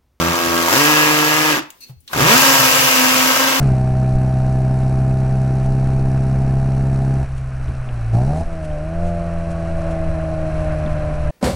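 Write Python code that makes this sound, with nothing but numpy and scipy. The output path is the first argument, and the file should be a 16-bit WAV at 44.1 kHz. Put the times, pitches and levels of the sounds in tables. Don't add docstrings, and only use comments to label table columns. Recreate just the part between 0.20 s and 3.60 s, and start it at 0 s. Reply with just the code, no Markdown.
import sys
import numpy as np
from scipy import signal
from scipy.fft import rfft, irfft, next_fast_len
from scipy.io import wavfile
from scipy.ndimage import uniform_filter1d, map_coordinates

SR = 44100
rng = np.random.default_rng(int(sys.argv[2]) if len(sys.argv) > 2 else 0)


def inscribe(sig):
    pcm = np.round(np.clip(np.atleast_2d(sig).T, -1, 1) * 32767)
    wavfile.write(sys.argv[1], SR, pcm.astype(np.int16))


N = 149940

# (time [s], rate [blows/s])
BLOW_RATE = [(0, 83.2), (.094, 85.1), (.256, 85.5), (.336, 84.4), (.498, 85.3), (.568, 135.4),
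             (.604, 144.9), (.7, 152.1), (1.008, 151.8), (1.252, 154.3), (1.304, 153.5), (1.352, 144.1),
             (1.42, 100), (1.5, 60), (1.93, 50), (2.002, 108.9), (2.062, 170.9), (2.102, 213.4),
             (2.172, 261.8), (2.26, 270.3), (2.35, 268), (2.462, 260.5), (2.6, 262.5), (2.7, 260.2),
             (2.802, 255.4), (3.1, 258.2), (3.202, 265.6), (3.354, 263.6), (3.4, 268)]
# (time [s], rattle level [dB], grit level [dB])
DRILLING = [
    [(0.0, -23.5, -28.5), (0.314, -23.5, -27), (0.482, -21.5, -23.5), (0.54, -18, -18), (0.802, -18, -21.5),
     (1.034, -20, -22.5), (1.314, -19.5, -23.5), (1.392, -25, -30.5), (1.408, -41, -51),
     (1.436, -46.5, -51), (1.47, -57, -69.5)],
    [(1.925, -48, -41), (1.933, -32.5, -35.5), (1.941, -29.5, -32.5), (2.011, -18.5, -21),
     (2.055, -18.5, -23), (2.105, -12.5, -16.5), (2.175, -15, -15), (2.539, -18, -17.5),
     (3.081, -18.5, -19.5), (3.271, -19, -22), (3.4, -21, -23)],
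]
# (frequency [Hz], phase [rad])
PORT_PHASE = [(40, .1), (90, 0.36), (160, .25), (280, .85), (500, 0.6), (1100, 1.35), (1720, 1.7),
              (3000, 4.8), (5250, 10.15), (8180, 15.5), (15800, 29)]


def amp(db):
    return 10 ** (np.asarray(db) / 20)


def unit(x):
    return x / np.sqrt(np.mean(x ** 2) + 1e-20)


def steady(x):
    return x / np.sqrt(np.abs(uniform_filter1d(x ** 2, size=2600)) + 1e-9)


def along(points, hz):
    freqs, values = np.transpose(points)
    return np.interp(np.log(hz + 1), np.log(freqs + 1), values)


def curve(rows, column=1, **ends):
    columns = np.transpose(rows)
    return np.interp(np.arange(N) / SR, columns[0], columns[column], **ends)


def level(tables, column=1):
    gain = sum(amp(curve(rows, column, left=-np.inf, right=-np.inf)) for rows in tables)
    return uniform_filter1d(gain, size=200)


def wobble(rate):
    return map_coordinates(rng.standard_normal(int(N * rate / SR) + 4), [np.arange(N) * rate / SR])


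def noise():
    return rng.standard_normal((2, N))


def filtered(x, response):
    size = next_fast_len(N + SR // 2)
    return irfft(rfft(x, size) * response(np.fft.rfftfreq(size, 1 / SR)), size)[..., :N]


def coloured(x, colour):
    return unit(filtered(x, lambda hz: amp(along(colour, hz))))


def resonance(f, hz, width):
    return 1j * f * width / (hz * hz - f * f + 1j * f * width)


def ringing(x, modes):
    return unit(filtered(x, lambda f: sum(amp(db) * resonance(f, hz, width) for hz, width, db in modes)))


def dying(onset, t60, attack_s):
    t = np.maximum(np.arange(N) / SR - onset, 0)
    return amp(-60 * t / t60) * (1 - np.exp(-t / attack_s))


def bursts(cycles, decay_s, scatter_db, rebound, rebound_cycles, bed):
    rate, envelope = curve(BLOW_RATE), bed
    for lag, size in ((0, 1), (rebound_cycles, rebound)):
        cycle = cycles + 1 - lag
        strengths = amp(scatter_db * rng.standard_normal(size=2000))
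        age_s = (cycle % 1) / rate
        envelope = envelope + size * strengths[cycle.astype(int)] * np.exp(-age_s / decay_s)
    return steady(envelope)


def spread(pair):
    # (frequency [Hz], coherence [0-1])
    coherence = [(60, .95), (150, 0.93), (300, 0.95), (600, 0.68), (1200, 0.83), (2400, 0.15), (5000, 0.14),
                 (12000, 0.098)]
    angle = lambda hz: np.arccos(along(coherence, hz)) / 2
    common, apart = filtered(pair, lambda hz: np.array([np.cos(angle(hz)), np.sin(angle(hz))]))
    phase_shift = lambda hz: np.exp(np.outer([1j, -1j], along(PORT_PHASE, hz)) / 2)
    ports = filtered(np.array([common + apart, common - apart]), phase_shift)
    return ports / np.std(ports.mean(axis=0))


def room_tone(gain_db=-66):
    # (frequency [Hz], spectral level [dB])
    colour = [(25, 3), (90, 7), (300, -0.5), (1500, -30.5), (15000, -26.5)]
    return amp(gain_db) * spread(coloured(noise(), colour))


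def garage(x):
    # (frequency [Hz], t60 [s])
    decay = [(150, 0.26), (1000, 0.38), (5000, 0.26), (15000, 0.067)]
    hz, t, spectra = signal.stft(rng.standard_normal((2, SR // 2)), SR, nperseg=256)
    tail = signal.istft(spectra * amp(-60 * t / along(decay, hz)[:, None]), SR, nperseg=256)[1]
    return signal.fftconvolve(x, tail / np.linalg.norm(tail[0]), axes=1)[:, :N]


def grip():
    # (time [s], level [dB])
    rubbing = [(1.45, -61), (1.53, -56), (1.59, -56), (1.64, -56), (1.7, -49), (1.75, -71.5), (1.86, -62.5),
               (1.89, -52), (1.93, -33)]
    # (frequency [Hz], spectral level [dB])
    colour = [(120, -9), (280, 6.5), (1000, -12), (2500, -3.5), (4500, -5), (8000, -8), (12000, -7),
              (15500, -1)]
    return spread(coloured(noise(), colour)) * level([rubbing])


def scrape():
    # (frequency [Hz], bandwidth [Hz], level [dB])
    bit_modes = [(2660, 160, -10), (4000, 130, -16), (4310, 50, 3.5), (4759, 90, -7), (6000, 80, -4.5),
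                 (7639, 300, -20), (9631, 300, -19), (12300, 90, -8.5)]
    # (time [s], level [dB])
    sliding = [(1.605, -51), (1.615, -47), (1.632, -42), (1.648, -45), (1.66, -59.5), (1.72, -70.5),
               (1.8, -72)]
    return spread(ringing(noise(), bit_modes)) * level([sliding])


def ticks(relative_width=0.27):
    # (time [s], level [dB], centre frequency [Hz], t60 [s], attack [s])
    knocks = [(1.503, -40, 2860, 0.038, .0005), (1.504, -35, 7580, .025, .0005),
              (1.503, -36, 14100, .025, .0005), (1.606, -42, 12000, .05, .0005),
              (1.692, -47, 734, 0.11, 0.0051), (1.803, -54, 10000, .08, 0.00054),
              (1.877, -35, 3670, 0.073, .0005), (1.893, -37.5, 1160, 0.48, 0.013),
              (1.932, -14, 1194, .045, 0.0005), (1.93, -28, 12500, .03, .0004)]
    out = np.zeros((2, N))
    for onset, db, hz, t60, attack_s in knocks:
        band = filtered(noise(), lambda f: resonance(f, hz, relative_width * hz))
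        out += amp(db) * dying(onset, t60, attack_s) * spread(band)
    return out


def thuds(sag_per_s=1.7):
    # (time [s], level [dB], starting frequency [Hz], t60 [s])
    landings = [(1.695, -26.5, 136.5, 0.16), (1.765, -37, 84, 0.19)]
    t, out = np.arange(N) / SR, np.zeros(N)
    for onset, db, hz, t60 in landings:
        pitch = hz * np.exp(-sag_per_s * np.maximum(t - onset, 0))
        out += amp(db) * dying(onset, t60, attack_s=0.0056) * np.sin(2 * np.pi * np.cumsum(pitch) / SR)
    return out


def drone(floor_hz=305, width_hz=60):
    # (time [s], level [dB])
    swells = [
        [(.49, -36), (.53, -23), (.58, -36)],
        [(1.3, -34), (1.35, -26.5), (1.4, -30), (1.45, -43), (1.51, -60)],
    ]
    mode = filtered(noise(), lambda f: resonance(f, floor_hz, width_hz) ** 2)
    return spread(mode) * level(swells)


def shudder(gain_db=-1):
    # (time [s], level [dB])
    bouncing = [
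        [(0, -37), (.11, -43), (.17, -45), (.23, -44), (.27, -36), (.33, -45), (.48, -54), (.55, -38.5),
         (.7, -46), (1.3, -40.5), (1.37, -36), (1.49, -58)],
        [(1.93, -35), (1.96, -30), (2.04, -21.5), (2.12, -27), (2.18, -30.5), (2.33, -33.5), (2.41, -26),
         (2.49, -34), (2.66, -30), (2.71, -41.5), (3.05, -37), (3.11, -51), (3.15, -41), (3.4, -43)],
    ]
    # (frequency [Hz], spectral level [dB])
    colour = [(20, -37.5), (45, -28), (75, -6), (100, -29), (128, 6), (150, 4.5), (190, -24), (300, -12),
              (800, -64)]
    return amp(gain_db) * spread(steady(coloured(noise(), colour))) * level(bouncing)


def grit(cycles, gain_db=-1.46, flicker_db=-0.5):
    # (frequency [Hz], spectral level [dB])
    colour = [(500, -31.5), (2500, -1), (3800, -8.5), (4700, 0.5), (5300, 2.5), (6100, 1), (6800, 1),
              (7600, 1), (8300, -5.5), (9000, -7.5), (10000, -2), (12000, -2.5), (14500, 0), (16000, -2.5)]
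    cracks = noise() * amp(flicker_db * wobble(2500))
    cracks *= bursts(cycles, decay_s=.0054, scatter_db=2, rebound=.51, rebound_cycles=.28, bed=.53)
    return amp(gain_db) * spread(coloured(cracks, colour)) * level(DRILLING, column=2)


def rattle(cycles, gain_db=-1.5, metal_db=-8):
    # (frequency [Hz], spectral level [dB])
    colour = [(100, -24.5), (220, -13.5), (330, -3.5), (400, -12.5), (480, -2), (560, -0.5), (660, -2),
              (780, -8), (930, 4), (1120, -1.5), (1330, 1.5), (1470, -11), (1640, -3.5), (1850, -1.5),
              (2250, -4), (2650, -8), (3200, -5), (4000, -8), (6000, -12.5), (12000, -54.5)]
    # (frequency [Hz], bandwidth [Hz], level [dB])
    metal_modes = [(1134, 22, -2.5), (1584, 195, -0.5), (2619, 37, -0.5), (4573, 77, -5), (6034, 84, -2.5),
                   (7550, 220, -12.5)]
    # (frequency [Hz], bandwidth [Hz], level [dB])
    shank_modes = [(2460, 43, -2), (2615, 60, 4), (2772, 110, -1)]
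    # (time [s], level [dB])
    shank_levels = [
        [(0, -38), (.48, -35.5), (.58, -26.5), (.8, -25.5), (1.05, -29.5), (1.33, -30), (1.41, -45)],
        [(1.96, -34.5), (2.06, -29), (2.15, -24.5), (2.35, -28.5), (2.7, -24.5), (2.9, -26.5), (3.1, -36.5),
         (3.4, -38)],
    ]
    blows = bursts(cycles, decay_s=.0016, scatter_db=1.8, rebound=.6, rebound_cycles=.36, bed=.15)
    clatter = coloured(noise() * blows, colour)
    metal = amp(metal_db) * ringing(noise() * blows, metal_modes)
    shank = spread(ringing(noise() * blows, shank_modes)) * level(shank_levels)
    return amp(gain_db) * spread(clatter + metal) * level(DRILLING) + shank


def buzz(cycles, flutter_db=1.13, flutter_step_db=0.02, blur_rad=0.033, lag_cycles=.1):
    # slow, medium and fast trigger settings (rate [blows/s])
    settings = [85, 153, 260]
    # (harmonic [number], relative level [dB])
    slow = [(1, -8), (2, -7.5), (3, -1.5), (4, 1.5), (5, -7.5), (6, -5.5), (7, -4.5), (8, -8), (9, -10),
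            (10, -15), (11, -11.5), (12, -17), (13, -3.5), (14, -5.5), (15, -8), (16, -9), (17, -16.5),
            (18, -21.5), (19, -8)]
    medium = [(1, -5), (2, -0.5), (3, -5), (4, -16.5), (5, -11.5), (6, -17.5), (7, -13), (8, -8.5),
              (9, -12), (10, -24), (11, -6.5), (12, -20.5), (13, -9.5), (14, -25), (15, -16)]
    fast = [(1, 4), (2, -3), (3, -7), (4, -5), (5, -4), (6, -2), (7, -14.5), (8, -10.5), (9, -14.5),
            (10, -9.5), (11, -6.5)]
    low_db = [6.5, 2.5, 2.5]
    high_db = [1.5, 0.5, -4]
    # (time [s], level [dB])
    low_levels = [
        [(0, -26), (.148, -31.5), (.376, -25.5), (.492, -30), (.53, -26.5), (.6, -19.5), (.75, -20.5),
         (.88, -21), (1.18, -23.5), (1.25, -23.5), (1.32, -22.5), (1.35, -30.5), (1.39, -34)],
        [(1.95, -32.5), (2.0, -23.5), (2.1, -19.5), (2.17, -18), (2.22, -28.5), (2.27, -20), (2.36, -27.5),
         (2.45, -25.5), (2.52, -29), (2.73, -31.5), (2.79, -20), (2.95, -24.5), (3.1, -23), (3.16, -38),
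         (3.2, -25.5), (3.4, -27.5)],
    ]
    thump_levels = [
        [(0, -21.5), (.11, -23), (.17, -38), (.22, -40), (.27, -31), (.35, -31.5), (.5, -34), (.56, -25.5),
         (.7, -26.5), (1.05, -28.5), (1.3, -32), (1.345, -30.5), (1.37, -44)],
        [(1.94, -38), (2.0, -25), (2.04, -16), (2.08, -26), (2.12, -35)],
    ]
    # (frequency [Hz], gain [dB])
    thump_colour = [(40, -9), (85, -3.5), (130, -0.5), (175, 2), (215, -21.5), (260, -29.5)]
    rate, out = curve(BLOW_RATE), np.zeros((2, N))
    spectra = [{round(k): amp(db) for k, db in rows} for rows in (slow, medium, fast)]
    norms = [np.sqrt(sum(g * g for k, g in spectrum.items() if 215 < k * hz < 480))
             for spectrum, hz in zip(spectra, settings)]
    low = level(low_levels) * amp(np.interp(rate, settings, low_db))
    high = level(DRILLING) * amp(np.interp(rate, settings, high_db))
    thump = level(thump_levels)
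    for k in range(1, len(slow) + 1):
        hz = k * rate
        weights = [spectrum.get(k, 0) / norm for spectrum, norm in zip(spectra, norms)]
        drive = low * np.interp(hz, [180, 230, 465, 500], [0, 1, 1, 0])
        drive += high * np.interp(hz, [465, 500], [0, 1])
        gain = np.interp(rate, settings, weights) * drive + thump * amp(along(thump_colour, hz))
        gain *= amp((flutter_db + flutter_step_db * k) * wobble(28.1) - flutter_step_db * k)
        phase = 2 * np.pi * (k * (cycles - lag_cycles) + .65 * rng.random()) + blur_rad * k * wobble(35)
        lead = along(PORT_PHASE, hz) / 2
        out += gain / np.cos(np.clip(lead, 0, 1)) * np.sin([phase + lead, phase - lead])
    return out


def scene(jitter_cycles=.009, stumble_s=.006, clatter_room_db=-10, buzz_room_db=-19):
    rate = curve(BLOW_RATE)
    change_per_s = uniform_filter1d(np.abs(np.gradient(np.log(rate))) * SR, size=1500)
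    cycles = np.cumsum(rate) / SR + jitter_cycles * wobble(60) + stumble_s * change_per_s * wobble(110)
    clatter = rattle(cycles) + grit(cycles) + scrape() + ticks() + thuds() + grip()
    tone = buzz(cycles)
    room = garage(amp(clatter_room_db) * clatter + amp(buzz_room_db) * tone)
    return clatter + tone + shudder() + drone() + room + room_tone()


def record(dry, top_hz=16000):
    # (frequency [Hz], level [dB])
    balance = [(60, 6), (92, -0.5), (140, 0.5), (210, -7), (330, 3), (500, -5.5), (770, 0.5), (1170, 0),
               (1790, 1.0), (2740, 0.5), (4190, 2.5), (6410, -2.5), (9810, 11.5), (15000, 3.5)]

    def panning(hz):
        ratio = amp(along(balance, hz))
        return np.sqrt(np.array([ratio, 1 / ratio]) / np.cosh(np.log(ratio)))

    ports = filtered(dry, panning)
    return filtered(np.clip(ports, -1, 1), lambda hz: hz < top_hz)


dry = scene()
out = record(dry)
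inscribe(out)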